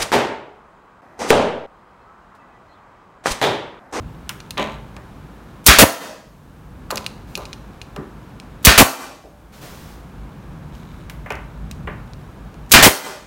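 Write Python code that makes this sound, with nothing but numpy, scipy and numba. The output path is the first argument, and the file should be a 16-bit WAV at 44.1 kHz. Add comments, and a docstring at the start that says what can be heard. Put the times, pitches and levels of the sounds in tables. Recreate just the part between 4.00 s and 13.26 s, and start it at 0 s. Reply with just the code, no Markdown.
"""A pneumatic stapler fires three times into a plywood cabinet, a hand's length from a phone in a workshop.
Each shot: valve tick, hiss of inlet air, driver blow (noise and modes), exhaust blast and gust.
Between shots: clicks of metal parts, knocks on wood (noise and modes), scrapes and hand strokes (shaped noise).
Beneath: coloured room noise, rumble and hum. The phone's gain sinks after each overload and climbs back."""
import sys
import numpy as np
from scipy import signal
from scipy.fft import rfft, irfft, next_fast_len
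from scipy.io import wavfile
from numba import njit

SR = 44100
rng = np.random.default_rng(int(sys.argv[2]) if len(sys.argv) > 2 else 0)


def persist_wave(psi):
    """Save psi, clipped to +-1, as 16-bit WAV."""
    counts = np.round(np.clip(psi, -1, 1) * 32767).astype(np.int16)
    wavfile.write(sys.argv[1], SR, np.atleast_2d(counts).T)


N = 408366
T = np.arange(SR) / SR  # one second, the life of any single blow

# stapler shots: valve_s, inlet_db, land_s, blow_db (relative), thump_db, rattle_db, vent_s,
# exhaust_db, exhaust_length_s, gust_db
STAPLER_SHOTS = [(1.6640, 8, 1.681, 11.5, 8.5, -25, 1.7853, 20, 0.044, 22),
                 (4.6492, 5.5, 4.668, 13, 13.5, -20, 4.7770, 19.5, 0.038, 20.5),
                 (8.7168, 1.5, 8.736, 19, 3, 5.5, 8.8255, 21, .044, 19.5)]
# air through the inlet valve: freq_hz, level_db
INLET_COLOUR = [(100, -5.5), (500, -9), (900, -12), (2000, -9.5), (2600, -2.5), (4500, -1.5), (9000, -2.5),
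                (15500, -2.5)]
# air out of the exhaust port: freq_hz, level_db
EXHAUST_COLOUR = [(100, 2.5), (280, -1.5), (450, 3), (620, 7), (850, -0.5), (1400, 1.5), (2500, 2),
                  (5000, -3.5), (10000, -4.5), (15500, -7.5)]
# splintering crack of the staple going in: freq_hz, level_db, t60_s
CRACK_BANDS = [(100, -2.5, 0.37), (405.3, 3, 0.24), (700, -1.5, 0.29), (1496, 6.5, 0.36), (2800, 1.5, 0.41),
               (5000, -2, 0.34), (9000, -9, 0.27), (15500, -6, 0.15)]
# ring of the stapler's body: freq_hz, level_db, t60_s (undamped)
BODY_MODES = [(674, -1, 0.29), (1213, -3, 0.27), (1305, -2.5, .33), (1400, -6, 0.26), (1670, -4.5, 0.25),
              (1843, 1, .35), (2050, -4.5, 0.19), (2377, -3.5, 0.62), (2405, -5.5, .3), (2520, -2.5, 0.24),
              (2573, -7, .3), (2840, -7, 0.25), (3340, -7, 0.34), (4540, -3.5, 0.42), (5130, -10, .25),
              (6500, -9.5, 0.26), (9630, -6.5, .22), (12503, -16, .2)]
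# ring of the cabinet: freq_hz, level_db, t60_s (undamped)
CABINET_MODES = [(147, 0, 0.21), (215.4, -5.5, 0.74), (290, -5.5, .3), (376, -1, 0.23), (424.4, -1, 0.31),
                 (551, -0.5, 0.14), (590.5, -1.5, 0.44), (793.6, -8, 0.44), (882, -6.5, 0.39),
                 (1021, -4, .35), (1178, -1.5, .35), (2050, -8.5, .35)]
# small metal parts of nose and magazine: freq_hz, level_db, t60_s
LATCH_MODES = [(2480, 2, 0.046), (2810, 0.5, 0.054), (3700, -13, .012), (3990, 3.5, 0.022), (5130, -1, .03),
               (5750, 0, 0.024), (6100, -5, .025), (6850, -5.5, 0.039), (8830, -7, 0.012),
               (9500, -8.5, 0.06), (9580, -21.5, 0.084), (13080, -16, 0.069)]
# clicks of those parts: start_s, level_db (relative), pitch_hz, treble_db (relative)
PART_CLICKS = [(0.2923, -8.5, 2940, -9), (0.4024, -23, 4440, -47), (0.5069, -13, 4200, -15),
               (0.578, -12, 3880, -41), (0.965, -26.5, 2370, -26), (2.9056, -11, 4530, -13),
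               (2.911, -8.5, 4330, -3), (2.957, -11.5, 6500, -5), (2.972, -9, 4440, -24),
               (2.978, -10, 2540, -30), (3.0435, -26, 2550, -15), (3.0634, -6.5, 2700, -19),
               (3.3529, -7.5, 2530, -27), (3.3747, -17.5, 4300, 0), (3.4535, -20, 2470, -31),
               (3.5297, -16, 4130, -39), (3.8151, -18, 2800, -31.5), (3.9622, -22, 2860, -25),
               (4.3993, -22.5, 2352, -21), (6.7514, -34, 3140, -20), (7.0971, -24, 2350, -38),
               (7.304, -19.5, 2570, -16), (7.3212, -23, 2520, -7), (7.3537, -28, 2490, -31),
               (7.7118, -19.5, 4100, -18), (8.1339, -28.5, 4400, -32), (8.542, -36, 2740, -30),
               (8.6617, -40, 2730, -14)]
# knocks on wood: start_s, level_db, low_edge_hz, high_edge_hz
WOOD_KNOCKS = [(.293, -32, 870, 3060), (.572, -27.5, 250, 3680), (.580, -23.5, 183, 3330),
               (.594, -21, 164, 1060), (.966, -41.5, 200, 2020), (2.904, -25, 636, 1850),
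               (2.922, -25.5, 187, 1100), (3.375, -31.5, 237, 1330), (3.963, -33.5, 300, 1814),
               (3.975, -30, 130, 415), (5.238, -33, 281, 800), (7.098, -40.5, 1040, 3050),
               (7.260, -34, 400, 2360), (7.304, -24, 314, 2610), (7.8734, -28, 272, 2530),
               (9.062, -15, 300, 1600)]
# hiss of skin on plywood: freq_hz, level_db
SKIN_COLOUR = [(300, 9), (1500, 1.5), (3000, -2.5), (6000, -5), (10000, -10), (15500, -9)]
# workshop air noise: freq_hz, level_db
AIR_COLOUR = [(15, -49), (25, -23), (49, -0.5), (86, -7), (152, -4.5), (389, -19.5), (614, -23.5),
              (684, -23.5), (945, -22.5), (1710, -29), (1900, -34.5), (2230, -34.5), (4620, -44),
              (7700, -47.5), (15500, -51)]
# level of the low rumble and hum together: time_s, level_db
RUMBLE_LEVEL = [(0, -30), (0.3, -42.5), (1.0, -37.5), (1.4, -44), (2.85, -37), (3.6, -41.5), (4.5, -41.5),
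                (5.6, -41), (6.8, -35.5), (7.5, -37.5), (7.85, -31), (8.3, -38)]
# machine hum: freq_hz, level_db (against the low air noise, before RUMBLE_LEVEL)
HUM_TONES = [(54, -43), (146, -49)]
# room reflections: freq_hz, level_db, t60_s
ROOM_BANDS = [(25, -22, .25), (60, -10.5, 0.2), (199.6, -7, .55), (552, 3.5, 0.52), (1300, 7, 0.48),
              (2380, 0.5, 0.49), (6006, 5, 0.48), (9830, 6, 0.39), (15500, 6.5, .36)]
# hand strokes along plywood and tool: start_s, start_level_db, hold_s
HAND_STROKES = [(3.27, -49, 0.26), (5.52, -40, .07), (5.61, -36.5, 0.32), (6.73, -52, 0.044),
                (6.91, -57.5, 0.079), (8.19, -59, 0.064)]
# tool scrapes, set down or lifted: start_s, level_db, hold_s
TOOL_SCRAPES = [(.58, -35, 0.065), (2.9, -47, 0.12), (3.36, -46, 0.036), (6.72, -59.5, 0.23)]
# slips of skin and plastic: freq_hz, level_db
SLIP_COLOUR = [(600, -14), (2400, 6.0), (4400, 0), (6500, -11), (15500, -30)]

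AIR_DB = -36.5  # whole air noise, before its low part is levelled and its top softened
GRIP_DB, SLIPS_PER_S, SLIP_SPREAD_DB = -66.5, 500, 1.6  # steady rustle of the tool in the hand
SCRAPE_RISE_S, SCRAPE_END_S = .006, 0.05
# lower knocks ring longer and rasp less
KNOCK_HZ, KNOCK_T60_S, KNOCK_T60_SLOPE = 300, .3, .75
RASP_DB, RASP_DB_PER_OCTAVE = -29, 14
CONTACT_DB, CONTACT_T60_S = 3.5, 0.028  # first crack of a knock, against its ring
STROKE_RISE_S, STROKE_SAG_DB_PER_S, STROKE_LIFT_S = 0.0084, 29, 0.11
TOP_HZ = 15850


def undb(db):
    """Decibels to gain."""
    return 10 ** (np.asarray(db) / 20)


def unit(x, size=None):
    """Scale so that the first `size` samples have rms 1."""
    return x / np.sqrt(np.mean(x[:size] ** 2))


def add(track, start_s, x):
    """Mix x into the track from start_s on."""
    i = int(start_s * SR)
    track[i:i + len(x)] += x[:len(track) - i]


def curve(rows):
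    """Join (time_s, value) rows by straight lines."""
    return np.interp(np.arange(N) / SR, *np.transpose(rows))


def white(size=SR):
    """White noise, one second unless told otherwise."""
    return rng.standard_normal(size)


def noise(points, size=SR):
    """Noise of rms 1 with a (freq_hz, level_db) colour."""
    hz, db = np.transpose(points)
    n = next_fast_len(size)
    bin_hz = np.arange(n // 2 + 1) * SR / n
    gain = undb(np.interp(np.log(bin_hz + 1), np.log(hz), db))
    return unit(irfft(rfft(white(n)) * gain, n)[:size])


def band(x, low_hz, high_hz, order=2):
    """Band-pass; the high edge is kept at least an octave above the low one."""
    edges_hz = [low_hz, np.clip(high_hz, 2 * low_hz, SR / 2 - 1)]
    return signal.sosfilt(signal.butter(order, edges_hz, "band", fs=SR, output="sos"), x)


def fade(t60_s):
    """Exponential decay by 60 dB in t60_s."""
    return np.exp(-np.log(1000) * T / t60_s)


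def dying_noise(rows):
    """Countless close modes: overlapping noise bands, each with its own level and decay."""
    hz, db, t60_s = np.transpose(rows)
    spectrum = rfft(white())
    log_hz = np.log(np.arange(len(spectrum)) + 1)
    shares = [np.interp(log_hz, np.log(hz), row) for row in np.eye(len(hz))]
    return sum(irfft(spectrum * share, len(T)) * undb(d) * fade(t)
               for share, d, t in zip(shares, db, t60_s))


def ring(modes, scatter=0.0065, damping=1):
    """Struck modes: decaying sines, with a small random spread of pitch and a random phase."""
    chance = rng.standard_normal((len(modes), 2))
    return sum(undb(db) * fade(t60_s / damping) * np.sin(2 * np.pi * (hz * (1 + scatter * a) * T + b))
               for (hz, db, t60_s), (a, b) in zip(modes, chance))


def valve(rise_s, open_s, close_s):
    """Rise, hold and release, like air flow through a valve that opens, stays open and runs out."""
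    return (1 - np.exp(-T / rise_s)) * np.exp(-np.maximum(T - open_s, 0) / close_s)


def thump(start_hz, end_hz, glide_s, peak_s):
    """A few heavy swings that swell, slow down and die."""
    hz = end_hz + (start_hz - end_hz) * np.exp(-T / glide_s)
    swell = (T / peak_s * np.exp(1 - T / peak_s)) ** 2
    return np.sin(2 * np.pi * np.cumsum(hz) / SR) * swell


def background():
    """Steady ventilation noise, a rumble that swells under it and a wavering machine hum."""
    air = undb(AIR_DB) * noise(AIR_COLOUR, N)
    low = signal.sosfiltfilt(signal.butter(2, 230, fs=SR, output="sos"), air)
    hiss = signal.sosfilt(signal.butter(1, 6000, fs=SR, output="sos"), air - low)
    hum = np.zeros(N)
    for hz, db in HUM_TONES:
        waver = unit(band(white(N), 1, 3))
        hum += undb(db) * waver * np.sqrt(2) * np.sin(2 * np.pi * hz * np.arange(N) / SR)
    return hiss + unit(low + hum) * undb(curve(RUMBLE_LEVEL))


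def rubbing(rows, rise_s, end_s, sag_db_per_s=0):
    """Strength of rubbing movements: each rises, may sag as it goes on, and dies away."""
    out = np.zeros(N)
    for start_s, db, hold_s in rows:
        add(out, start_s, undb(db - sag_db_per_s * T) * valve(rise_s, hold_s, end_s))
    return out


def grip():
    """Tiny slips of skin and plastic: a dense patter of faint ticks that swells when the tool scrapes."""
    strength = undb(SLIP_SPREAD_DB * rng.exponential(size=N))
    slips = (rng.random(N) < SLIPS_PER_S / SR) * white(N) * strength
    slip = noise(SLIP_COLOUR) * fade(0.0099)
    patter = unit(signal.fftconvolve(slips, slip)[:N])
    return patter * (undb(GRIP_DB) + rubbing(TOOL_SCRAPES, SCRAPE_RISE_S, SCRAPE_END_S))


def clicks():
    """Loose steel parts tap each other and settle with a small bounce; harder contacts are brighter."""
    out = np.zeros(N)
    for start_s, db, pitch_hz, treble_db in PART_CLICKS:
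        contact = noise([(700, -17.5), (1700, -20), (2500, -1.5), (4500, 2.0),
                         (9000, .5 * treble_db), (11500, treble_db + 7), (15500, treble_db)])
        bounce_s = rng.uniform(0.00084, 0.0043)
        bounce = undb(-11) * np.roll(fade(0.0043), int(bounce_s * SR))
        part = undb(-3.0) * ring([(pitch_hz, 0, .008)]) + undb(-20.5) * ring(LATCH_MODES, scatter=0.015)
        tick = contact * (fade(0.0027) + bounce + undb(-31) * fade(0.14)) + part
        add(out, start_s + 0.00074, undb(db - 11.0) * unit(tick, size=100))
    return out


def knocks():
    """Blunt contacts ring the plywood box; a softer one leaves out the highs, and the fibres rasp faintly."""
    out = np.zeros(N)
    for start_s, db, low_hz, high_hz in WOOD_KNOCKS:
        t60_s = KNOCK_T60_S * (KNOCK_HZ / low_hz) ** KNOCK_T60_SLOPE
        rasp_db = RASP_DB + RASP_DB_PER_OCTAVE * np.log2(low_hz / KNOCK_HZ)
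        grain = white() * (fade(t60_s) + undb(CONTACT_DB) * fade(CONTACT_T60_S))
        wood = grain + undb(-15.5) * ring(CABINET_MODES, scatter=.004, damping=0.39 / t60_s)
        body = unit(band(wood, low_hz, high_hz, order=6), size=800)
        rasp = undb(rasp_db) * unit(grain, size=800)
        add(out, start_s, undb(db) * (body + rasp))
    return out


def shots():
    """Air drives the piston down, the staple slams in, the cylinder vents and the piston flies back."""
    out = np.zeros(N)
    for (valve_s, inlet_db, land_s, blow_db, thump_db, rattle_db,
         vent_s, exhaust_db, exhaust_length_s, gust_db) in STAPLER_SHOTS:
        # the trigger lets air seep, then the head valve ticks and pops open
        add(out, valve_s - .022, undb(-44) * noise(INLET_COLOUR) * fade(.3))
        tick = unit(band(white(), 500, 3000, order=1)) * fade(0.0084)
        add(out, valve_s - .0042, undb(-17.5) * tick)
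        add(out, valve_s - .0005, undb(inlet_db) * noise(INLET_COLOUR) * valve(0.0019, .014, 0.0021))

        blow = unit(dying_noise(CRACK_BANDS), size=1000)
        blow += undb(-9) * unit(ring(BODY_MODES, scatter=0.0045), size=1000)
        blow += undb(-12.5) * unit(ring(CABINET_MODES), size=1000)
        add(out, land_s, undb(blow_db - 2.5) * blow * (1 - np.exp(-T / 0.0029)))

        # the panel swings as a whole, then rattles against the carcass
        swing = thump(160, 56, .0055, .013) + undb(-3) * thump(360, 128, .004, 0.0048)
        add(out, land_s, undb(thump_db) * swing)
        rattle = unit(band(white(), 40, 710, order=1)) * valve(.02, 0.046, 0.043)
        add(out, land_s, undb(rattle_db) * rattle)

        exhaust = noise(EXHAUST_COLOUR) * valve(0.002, exhaust_length_s, 0.014)
        add(out, vent_s, undb(exhaust_db) * exhaust)
        piston_return = unit(ring(BODY_MODES, scatter=0.0026, damping=2.5), size=1000)
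        add(out, vent_s + .008, undb(exhaust_db - 14) * piston_return)

        # the puff of spent air reaches the microphone later than its sound
        eddies = unit(band(white(), 92, 850)) * valve(0.0023, 0.023, 0.0032)
        gust = thump(423, 52, 0.011, .011) + undb(-1.5) * eddies
        add(out, vent_s + exhaust_length_s - .011, undb(gust_db) * gust)
    return out


def palm():
    """Skin hisses over the plywood: each stroke starts briskly, slows down and lifts off."""
    strokes = rubbing(HAND_STROKES, STROKE_RISE_S, STROKE_LIFT_S, STROKE_SAG_DB_PER_S)
    return noise(SKIN_COLOUR, N) * strokes


def reverb(x):
    """Diffuse reflections of the workshop, building up over the first hundredths of a second."""
    tail = dying_noise(ROOM_BANDS) * (1 - np.exp(-T / 0.012))
    return signal.fftconvolve(x, tail / np.sqrt(np.sum(tail ** 2)))[:N]


def scene():
    """Tool, cabinet and hands close by, in the room."""
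    bangs, ticks, wood = shots(), clicks() + grip(), knocks()
    room = reverb(undb(-12) * bangs + undb(-15) * ticks + undb(-7.5) * wood)
    return (bangs + ticks + wood + palm() + room + background())[None]


@njit
def auto_gain(x, top_rms, sense_s, attack_s, hold_s, jump_per_s, jump_s, recover_per_s):
    """Gain sinks while the sound is too loud, waits, then climbs: quickly at first, then steadily."""
    out, power, gain, wait_s = np.empty(len(x)), 0., 1., 0.
    for i in range(len(x)):
        power += (x[i] ** 2 - power) / (sense_s * SR)
        over = np.sqrt(power) * gain / top_rms
        wait_s -= 1 / SR
        if over > 1:
            gain, wait_s = gain * over ** (-1 / (attack_s * SR)), hold_s
        elif wait_s < 0:
            gain = min(1., gain + (recover_per_s + jump_per_s * np.exp(wait_s / jump_s)) / SR)
        out[i] = gain
    return out


def record(dry):
    """The phone turns its gain down too late, so the shots clip; its preamplifier hisses, the top is cut."""
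    # top_rms, sense_s, attack_s, hold_s, jump_per_s, jump_s, recover_per_s
    gain = auto_gain(dry[0], 0.72, .003, 0.012, 0.16, 2.4, 0.028, 0.85)
    x = np.clip(dry[0] * gain + undb(-63.5) * white(N), -1, 1)
    return signal.sosfilt(signal.ellip(10, .1, 70, TOP_HZ, fs=SR, output="sos"), x)[None]


dry = scene()
out = record(dry)
persist_wave(out)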